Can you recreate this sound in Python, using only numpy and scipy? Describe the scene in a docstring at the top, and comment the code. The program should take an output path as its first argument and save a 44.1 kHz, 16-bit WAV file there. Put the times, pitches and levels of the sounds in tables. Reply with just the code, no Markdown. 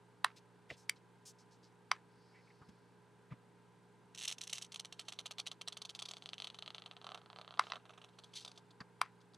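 """Ceramic tube burning off residue

A small ceramic heating tube, close to the microphone in a quiet room, burns off its residue.
Sharp pops (impulses), many with a short spit of steam (noise swarms), ring the tube over a fine sizzle.
The switch clicks (struck decaying modes); fingers rustle and bump the housing (band-passed noise).
Mains hum (sines), room noise and a faint electronic tick (gated sine) lie underneath."""
import sys
import numpy as np
from scipy import signal
from scipy.fft import rfft, irfft
from scipy.io import wavfile
from scipy.ndimage import uniform_filter1d

SR = 44100
rng = np.random.default_rng(int(sys.argv[2]) if len(sys.argv) > 2 else 0)


def to_wav(s):
    """Save 16-bit WAV."""
    ch = np.atleast_2d(s).T  # columns
    pcm = np.round(np.clip(ch, -1, 1) * 32767)  # PCM
    wavfile.write(sys.argv[1], SR, pcm.astype(np.int16))


N = 413216

# single bursts of residue: [t/s, nominal peak level/dB]
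POPS = [(4.148, -38.5), (4.256, -31.5), (4.2775, -27), (4.3132, -27), (4.3227, -31.5), (4.3829, -37),
        (4.411, -32.5), (4.4344, -37), (4.472, -37), (4.496, -35.5), (4.508, -53), (4.5288, -26),
        (4.582, -29.5), (4.6142, -37.5), (4.624, -43), (4.6452, -41.5), (4.654, -60), (4.7201, -36),
        (4.743, -35), (4.7597, -30.5), (4.796, -30.5), (4.8485, -32), (4.925, -34), (4.994, -29),
        (5.011, -42), (5.0838, -28.5), (5.1225, -32.5), (5.189, -29), (5.2579, -29.5), (5.3097, -30.5),
        (5.3835, -30.5), (5.3943, -30), (5.459, -44), (5.466, -30), (5.479, -43), (5.5151, -31.5),
        (5.613, -32.5), (5.676, -29.5), (5.7237, -36), (5.7694, -32.5), (5.8179, -32), (5.8507, -33),
        (5.893, -35), (5.9498, -32.5), (5.991, -31), (6.021, -30), (6.0545, -33.5), (6.0864, -33),
        (6.111, -32), (6.1364, -32.5), (6.1685, -33.5), (6.223, -36), (6.2588, -29), (6.2901, -31),
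        (6.333, -27), (6.3812, -34), (6.401, -29), (6.421, -29.5), (6.444, -29.5), (6.471, -30.5),
        (6.501, -34.5), (6.545, -35), (6.5876, -33.5), (6.624, -28.5), (6.661, -35), (6.6778, -30),
        (6.7043, -29.5), (6.7469, -31), (6.782, -32), (6.821, -35.5), (6.8605, -34.5), (6.9123, -34),
        (6.9667, -38.5), (7.015, -41), (7.0439, -37.5), (7.0673, -33.5), (7.0906, -36.5), (7.102, -45),
        (7.1186, -34.5), (7.1454, -34.5), (7.1755, -42), (7.216, -50.5), (7.2602, -44.5), (7.301, -40),
        (7.33, -40.5), (7.361, -39), (7.3869, -37), (7.4136, -37), (7.447, -44), (7.4777, -37),
        (7.5077, -39.5), (7.5399, -42), (7.574, -40.5), (7.638, -41), (7.669, -38.5), (7.7004, -37.5),
        (7.735, -34), (7.7567, -37), (7.799, -60), (7.8544, -47), (7.894, -45), (7.905, -47), (7.9352, -51),
        (7.977, -47), (8.016, -46.5), (8.041, -46), (8.086, -56.5), (8.135, -64), (8.187, -41.5),
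        (8.237, -46), (8.3355, -42.5), (8.413, -46), (8.4488, -31.5), (8.461, -40), (8.478, -35.5),
        (8.5162, -40.5), (8.558, -55), (8.576, -41), (8.707, -52.5), (9.206, -60), (9.336, -54)]
# flurries of close bursts: [start t/s, end t/s, nominal peak level/dB]
FLURRIES = [(4.176, 4.202, -38), (4.21, 4.25, -33.5), (4.285, 4.305, -34), (4.549, 4.575, -39.5)]
FLURRY_GAP_S, FLURRY_JITTER_S, FLURRY_SPREAD_DB = 0.0077, 0.0007, 1.5
# another burst, usually weaker, follows each single one a few ms later
ANSWER_MS, ANSWER_SPREAD_MS, ANSWER_DB, ANSWER_SPREAD_DB = 4, 2, -9, 6.5
# spit length rises and falls over time, shortest around 6.2 to 7.6 s: [t/s, median spit/ms]
SPIT_LENGTH = [(4.1, 1.17), (4.6, 2.1), (4.9, 1.27), (5.4, 2.53), (6.1, 1.83), (6.17, 0.59), (7.55, 0.86),
               (8.2, 2.4), (8.42, 3), (8.45, 0.94), (9.2, 3.8)]
SPIT_SPREAD_DB = 3.5  # random spread of spit length
# fine sizzle, ahead of the resonances: [t/s, level/dB]
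SIZZLE = [(4.12, -100), (4.2, -64), (4.36, -94), (4.548, -64), (4.7, -101), (5.099, -70.5), (5.6, -117),
          (6.1, -79.5), (6.7, -83), (7.25, -87), (7.7, -70), (7.901, -88), (8.335, -79), (8.359, -47.5),
          (8.41, -56.5), (8.45, -70), (8.599, -84), (8.75, -100)]
# how the tube faces the microphone:
# [t/s, treble level/dB, hollow level/dB, left minus right/dB, resonance shift/octaves]
FACING = [(4.25, 3, -22, -1.5, -0.1), (4.7, 1, -18, -1.5, 0.019), (5.2, -5, -13.5, -1.5, 0.012),
          (6.1, -4, -14, -0.5, 0.14), (6.4, -7, -15.5, 0.5, 0.037), (6.9, -12.5, -9.5, 1, -0.025),
          (7.1, -8, -0.5, -1.5, -0.0062), (7.601, -14, -1.5, -1, 0.0012), (7.951, -8, 0.5, -2, -0.21),
          (8.36, -5.5, -11, 0, 0.2)]
# resonances of the tube, width per filter pass: [f/Hz, width/Hz, relative level/dB]
TUBE = [(2150, 1100, 4), (3098, 680, 17), (4087, 1130, 14)]
# its treble resonances: [f/Hz, width/Hz, relative level/dB]
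TUBE_TREBLE = [(5960, 1700, 16.5), (8100, 1200, 7.5), (9770, 2300, 7)]
# cupped hand and table: [f/Hz, width/Hz, relative level/dB]
HOLLOW = [(1318, 550, 12), (725, 580, 11.5)]
SPOT_SPREAD_OCTAVES = 0.038  # shift of the ring with the spot of a burst

# switch clicks; level is the peak of the struck body, ahead of snap, filter and pan:
# [t/s, level/dB, button f/Hz, housing/dB, spring/dB, cap/dB, snap/dB, left minus right/dB]
CLICKS = [(0.2453, -11.5, 1830, -3.5, -4.5, -14, -10.5, -2), (0.8952, -17, 2240, -23.5, -11, -2, -3.5, 1),
          (1.9153, -14, 2224, -3.5, -11, -3, -16.5, 0.5), (7.5943, -12, 2090, 6, 0, -3.5, -16.5, 1.5),
          (7.7203, -25.5, 2040, 0, 4, -1.5, -41, -1.5), (9.015, -15.5, 2300, 3, -9, -4.5, -11, 2.5)]
# modes of the housing: [f/Hz, relative level/dB, t60/s]
HOUSING_MODES = [(1074, 6, 0.0075), (1430, -1.5, 0.012)]
# modes of the spring: [f/Hz, relative level/dB, t60/s]
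SPRING_MODES = [(2630, -2.5, 0.0078), (3960, 0, 0.0057)]
# modes of the cap: [f/Hz, relative level/dB, t60/s]
CAP_MODES = [(3010, -5.5, 0.0077), (4730, -3.5, 0.0087), (5740, -5, 0.0068)]
BUTTON_T60_S = 0.011

# fingers on the housing, width per filter pass: [t/s, length/s, level/dB, f/Hz, width/Hz]
RUSTLES = [(0.361, 0.041, -65.5, 3800, 5070), (0.702, 0.014, -46.5, 2210, 740),
           (0.692, 0.077, -64, 3000, 3000), (0.766, 0.095, -72, 5640, 5160),
           (0.957, 0.034, -74, 4230, 3000), (1.508, 0.073, -75.5, 4960, 3500),
           (1.253, 0.074, -59.5, 6140, 5400), (1.384, 0.058, -72.5, 5400, 3400),
           (1.628, 0.068, -73, 4750, 2800), (2.086, 1, -83, 4660, 1490), (2.335, 0.1, -71, 2110, 594),
           (2.471, 0.021, -72.5, 2250, 600), (2.501, 0.022, -69, 2100, 600),
           (2.687, 0.018, -70.5, 2600, 4500), (2.615, 0.031, -65, 1120, 500),
           (3.304, 0.047, -66.5, 2030, 830), (3.32, 0.014, -57.5, 1120, 410), (7.6, 0.16, -70, 3570, 3250),
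           (8.803, 0.022, -52.5, 1230, 1250), (8.8037, 0.013, -56, 4600, 540)]
# dull bumps through the table: [t/s, length/s, level/dB, f/Hz]
BUMPS = [(0.705, 0.016, -57, 186), (0.695, 0.037, -56.5, 543), (2.607, 0.016, -60.5, 129),
         (2.678, 0.034, -61, 178), (3.303, 0.046, -50, 146), (8.799, 0.022, -54, 170)]

# mains hum, ahead of pan: [f/Hz, rms level/dB]
HUM = [(118.4, -72.5), (177.6, -72.5), (414.5, -74.5), (473.7, -80), (904, -81.5), (1001, -80), (1599, -85)]
# spectrum of the room noise: [f/Hz, relative density/dB]
ROOM = [(25, -0.5), (50, -7), (100, -5), (150, 3), (450, 0.5), (650, -7), (880, 0.5), (1100, -7),
        (1550, -6), (1750, -10.5), (4600, -20), (5500, -24), (10000, -25.5), (15000, -41.5)]
ROOM_RMS_DB = -68.5
TICK_HZ, TICK_PEAK_DB, TICK_RATE_HZ, TICK_START_S, TICK_S = 8120, -81.5, 30, 0.02, 0.006

TAIL_T60_S, TAIL_DB, TAIL_TOP_HZ = 0.081, -21, 4130
SCATTER_T60_S, SCATTER_DB = 0.024, -15
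MIC_LOW_HZ, MIC_TOP_HZ, TOP_HZ = 72, 13600, 15800


def residue(pop_ms=1.0, crest_db=7.5, wall_ms=0.41, wall_per_ms=0.24,
            onset_ms=1.09, swell_power=0.71, spit_lag_ratio=0.85, scatter_db=3.5,
            after_db=-9, after_ms=11.5, lumpy_db=7.0, hiss_db=-18, hiss_ms=2.7, fry_db=-2.5,
            sizzle_grain_db=2.5, flicker_db=3.5,
            soft_hz=5000, spit_treble_db=12, sizzle_treble_db=-0.5):
    """Each pocket of residue bursts with one pop; steam then spits out as a swarm of tiny clicks."""
    most = 300  # bursts at most
    pops, spit, fry, hisses = np.zeros((4, N))
    t_ms = np.arange(1024) / SR * 1000
    grains = rng.standard_normal((most, 1024)) * undb(scatter_db * rng.exponential(size=(most, 1024)))
    lumps = undb(lumpy_db * np.repeat(rng.standard_normal((most, 16)), 64, axis=1))
    places = rng.random(most)
    sizes = undb(SPIT_SPREAD_DB * rng.standard_normal(most))

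    for (s, db), grain, lump, place, size in zip(bursts(), grains, lumps, places, sizes):
        spit_ms = size * np.interp(s, *np.transpose(SPIT_LENGTH))
        energy = undb(db - crest_db) * np.sqrt((spit_ms + onset_ms) * SR / 2000)
        share = np.sqrt(min(pop_ms / spit_ms, 1))  # a long burst is mostly steam
        add(pops, s, np.array([share * energy]))
        # the far wall mirrors the pop, more so for a long spit; the delay colours each place
        wall_s = 2 / SR + place * wall_ms / 1000
        add(pops, s + wall_s, np.array([min(wall_per_ms * spit_ms, 1) * share * energy]))

        swell = np.sin(np.pi * np.minimum(t_ms / (spit_ms + onset_ms), 1)) ** swell_power
        burst = unit(grain * swell)
        add(spit, s + spit_lag_ratio * spit_ms / 1000, energy * np.sqrt(1 - share ** 2) * burst)
        after = unit(grain * lump * np.exp(-t_ms / after_ms))  # dies away in uneven lumps
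        add(spit, s, energy * undb(after_db) * min(spit_ms, 1) * after)
        add(fry, s, energy * undb(fry_db) * after)  # fries on, dull
        # a faint hiss swells for a moment before the pop
        hiss = unit((grain * np.exp(-t_ms / hiss_ms))[::-1])
        add(hisses, s - len(hiss) / SR, energy * undb(hiss_db) * hiss)

    t = np.arange(N) / SR
    flicker = undb(flicker_db * np.repeat(rng.standard_normal(N // 256 + 1), 256)[:N])
    sizzle = flicker * rng.standard_normal(N) * undb(sizzle_grain_db * rng.exponential(size=N))
    sizzle = level(sizzle, 0) * undb(np.interp(t, *np.transpose(SIZZLE)))

    facing_s, *columns = np.transpose(FACING)
    treble_db, hollow_db, pan_db, octaves = (np.interp(t, facing_s, c) for c in columns)
    spot = np.searchsorted(np.array(POPS)[:, 0], t)  # each pocket sits at its own spot
    spot_shift = rng.standard_normal(most)[np.maximum(spot - 1, 0)]
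    octaves = octaves + SPOT_SPREAD_OCTAVES * spot_shift

    # the gas pulse is rounded
    rounding = signal.butter(6, soft_hz, fs=SR, output="sos")
    soft = signal.sosfilt(rounding, pops + spit + hisses + sizzle)
    bright = undb(-spit_treble_db) * pops + spit + undb(sizzle_treble_db) * sizzle
    sound = tube(soft, octaves)
    sound = sound + undb(treble_db) * ring(bright, TUBE_TREBLE)
    sound = sound + undb(hollow_db) * ring(pops + 0.4 * spit + fry, HOLLOW)
    return sound * pan(pan_db)


def bursts():
    """Times and peak levels of all bursts: single ones, flurries, and the answers to single ones."""
    rows = list(POPS)
    for start, end, db in FLURRIES:
        chance = rng.standard_normal((32, 2))
        for s, (a, b) in zip(np.arange(start, end, FLURRY_GAP_S), chance):
            rows.append((s + FLURRY_JITTER_S * a, db + FLURRY_SPREAD_DB * b))
    s, db = np.transpose(POPS)
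    late, weak = rng.exponential(size=(len(s), 2)).T
    # answers are stronger where spits are long
    length_db = 15 * np.log10(np.interp(s, *np.transpose(SPIT_LENGTH)))
    answer_s = s + (ANSWER_MS + ANSWER_SPREAD_MS * late) / 1000
    answer_db = db + ANSWER_DB + length_db - ANSWER_SPREAD_DB * weak
    return np.r_[rows, np.c_[answer_s, answer_db]]


def tube(x, octaves):
    """The tube's ring, its resonances shifted over time by blending a few fixed shifts."""
    steps = np.arange(-3, 4) / 10  # octaves
    distance = np.abs(np.clip(octaves, steps[0], steps[-1]) - steps[:, None])
    blend = np.maximum(1 - 10 * distance, 0)
    return sum(ring(b * x, [(hz * 2 ** step, width_hz, db) for hz, width_hz, db in TUBE])
               for step, b in zip(steps, blend))


def switch(rise_s=0.00021, rattle_s=0.0015, rattle_db=-14, give_s=0.0036, give_db=-24,
           snap_s=0.0015, thin_hz=700,
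           buzz_db=-33, buzz_s=0.026, buzz_hz=1500, buzz_width_hz=1600, lumpy_db=4.0):
    """The plunger strikes and rattles; button, housing, spring and cap ring under a bright snap."""
    out = np.zeros((2, N))
    t = np.arange(4096) / SR
    after = np.maximum(t - give_s, 0)  # time since the strike
    struck = after > 0
    rattle_norm = np.sqrt(rattle_s * SR)
    for s, db, button_hz, housing_db, spring_db, cap_db, snap_db, pan_db in CLICKS:
        push = undb(rattle_db) * rng.standard_normal(len(t)) * np.exp(-t / rattle_s) / rattle_norm
        push[0] = 1  # the strike
        # the button creaks as it gives way
        give = undb(give_db) * rng.standard_normal(int(give_s * SR)) / rattle_norm
        push = np.r_[give, push][:len(t)]

        button = [(button_hz, 0, BUTTON_T60_S)]
        parts = [(button, 0), (HOUSING_MODES, housing_db), (SPRING_MODES, spring_db), (CAP_MODES, cap_db)]
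        rings = np.zeros(len(t))
        for modes, part_db in parts:
            for k, (hz, mode_db, t60) in enumerate(modes):
                decay = undb(part_db + mode_db - 60 * t / t60)
                rings += (-1) ** k * decay * np.sin(2 * np.pi * hz * t)
        body = signal.oaconvolve(push, rings * (1 - np.exp(-t / rise_s)))[:len(t)]

        snap = band2(rng.standard_normal(len(t)) * np.exp(-after / snap_s) * struck, 8500, 5000)
        hit = body / np.abs(body).max() + undb(snap_db) * snap
        # the small housing radiates no bass
        hit = signal.sosfilt(signal.butter(4, thin_hz, "high", fs=SR, output="sos"), hit)

        # loose parts buzz on unevenly for a moment
        lumps = undb(lumpy_db * np.repeat(rng.standard_normal(32), 128))
        buzz = band2(lumps * rng.standard_normal(len(t)), buzz_hz, buzz_width_hz)
        buzz = level(buzz, buzz_db + min(housing_db, 0) / 2)
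        hit = hit + buzz * np.exp(-after / buzz_s) * struck
        add(out, s - give_s, undb(db) * pan(pan_db)[:, None] * hit)
    return out


def fingers(grain_db=2.0, thud_hz=95, thud_db=-6):
    """Skin slips over the housing in fine grains; bumps are short low swells."""
    out = np.zeros(N)
    grains = rng.standard_normal(N) * undb(grain_db * rng.exponential(size=N))
    for s, length_s, db, hz, width_hz in RUSTLES:
        i, n = int(s * SR), int(length_s * SR)
        swell = np.sin(np.pi * np.sqrt(np.arange(n) / n))  # quick rise, slower fall
        add(out, s, level(swell * band2(grains[i:i + n], hz, width_hz), db))
    for s, length_s, db, hz in BUMPS:
        i, n = int(s * SR), int(length_s * SR)
        swell = np.hanning(n) ** 0.5
        add(out, s, level(swell * band2(grains[i:i + n], hz, 0.5 * hz), db))
        thud = band2(grains[i - n:i + n], thud_hz, thud_hz)[n:]  # skip the filter's build-up
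        add(out, s, level(swell * thud, db + thud_db))
    return out


def background(side_db=-11, far_side_db=-5, hum_pan_db=-2.4, hum_lag_rad=0.55):
    """Room noise, wider in deep bass and top treble; mains hum; a regular faint electronic tick."""
    t = np.arange(N) / SR
    log_hz = np.log(np.maximum(np.arange(N // 2 + 1) * SR / N, 1))
    room_hz, room_db = np.transpose(ROOM)
    colour = undb(np.interp(log_hz, np.log(room_hz), room_db))
    wide_db = [far_side_db, side_db, side_db, far_side_db]
    wide = undb(np.interp(log_hz, np.log([60, 600, 4000, 12000]), wide_db))
    mid, side = rfft(rng.standard_normal((2, N))) * colour
    air = level(irfft(np.array([mid + wide * side, mid - wide * side]), N), ROOM_RMS_DB)

    lag = hum_lag_rad * np.array([[0], [1]])  # left, right
    hum = sum(np.sqrt(2) * undb(db) * np.sin(2 * np.pi * (hz * t + rng.random()) + lag)
              for hz, db in HUM)

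    gate = 1.0 * ((t - TICK_START_S) % (1 / TICK_RATE_HZ) < TICK_S)
    gate = uniform_filter1d(gate, size=64)  # soft edges
    tick = undb(TICK_PEAK_DB) * gate * np.sin(2 * np.pi * TICK_HZ * t)
    return air + hum * pan(hum_pan_db)[:, None] + tick


def undb(db):
    """Gain of a level in dB."""
    return 10 ** (np.asarray(db) / 20)


def level(x, db):
    """Scale to an rms level."""
    return x * undb(db) / np.sqrt(np.mean(x ** 2))


def unit(x):
    """Scale to unit energy."""
    return x / np.linalg.norm(x)


def band(x, hz, width_hz):
    """One resonance, gain 1 at its centre."""
    return signal.lfilter(*signal.iirpeak(hz, hz / width_hz, fs=SR), x)


def band2(x, hz, width_hz):
    """Steep resonance: two passes of the same band."""
    return band(band(x, hz, width_hz), hz, width_hz)


def ring(x, modes):
    """Sum of steep resonances of alternating sign, scaled so that an impulse keeps its energy."""
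    def resonate(v):
        return sum((-1) ** k * undb(db) * band2(v, hz, width_hz)
                   for k, (hz, width_hz, db) in enumerate(modes))
    impulse = np.eye(1, 2048)[0]
    return resonate(x) / np.linalg.norm(resonate(impulse))


def add(out, s, x):
    """Mix x into out from time s."""
    i = int(s * SR)
    out[..., i:i + x.shape[-1]] += x[..., :N - i]


def pan(db):
    """Left and right gains for a left minus right level."""
    return undb(np.array([db, -db]) / 2)


def scene():
    """Near sounds come direct, scattered by hands and table, and with a short, dull room tail."""
    near = residue() + switch() + fingers()
    t = np.arange(8192) / SR
    tail = rng.standard_normal((3, len(t))) * undb(-60 * t / TAIL_T60_S) * (1 - np.exp(-t / 0.0019))
    tail = tail[0] + 0.059 * tail[1:]  # nearly mono
    tail = signal.lfilter(*signal.butter(1, TAIL_TOP_HZ, fs=SR), tail)
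    scatter = rng.standard_normal((2, len(t))) * undb(-60 * t / SCATTER_T60_S)
    echo = undb(TAIL_DB) * tail / np.linalg.norm(tail[0])
    echo = echo + undb(SCATTER_DB) * scatter / np.linalg.norm(scatter[0])
    echo[:, 0] = 1  # direct sound
    return signal.oaconvolve(near, echo, axes=1)[:, :N] + background()


def record(dry):
    """The microphone fades in the deep bass and the top octave; the recorder cuts the top."""
    heard = signal.lfilter(*signal.butter(2, MIC_TOP_HZ, fs=SR), dry)
    heard = signal.sosfilt(signal.butter(3, MIC_LOW_HZ, "high", fs=SR, output="sos"), heard)
    return signal.sosfilt(signal.ellip(8, 0.2, 70, TOP_HZ, fs=SR, output="sos"), heard)


dry = scene()
out = record(dry)
to_wav(out)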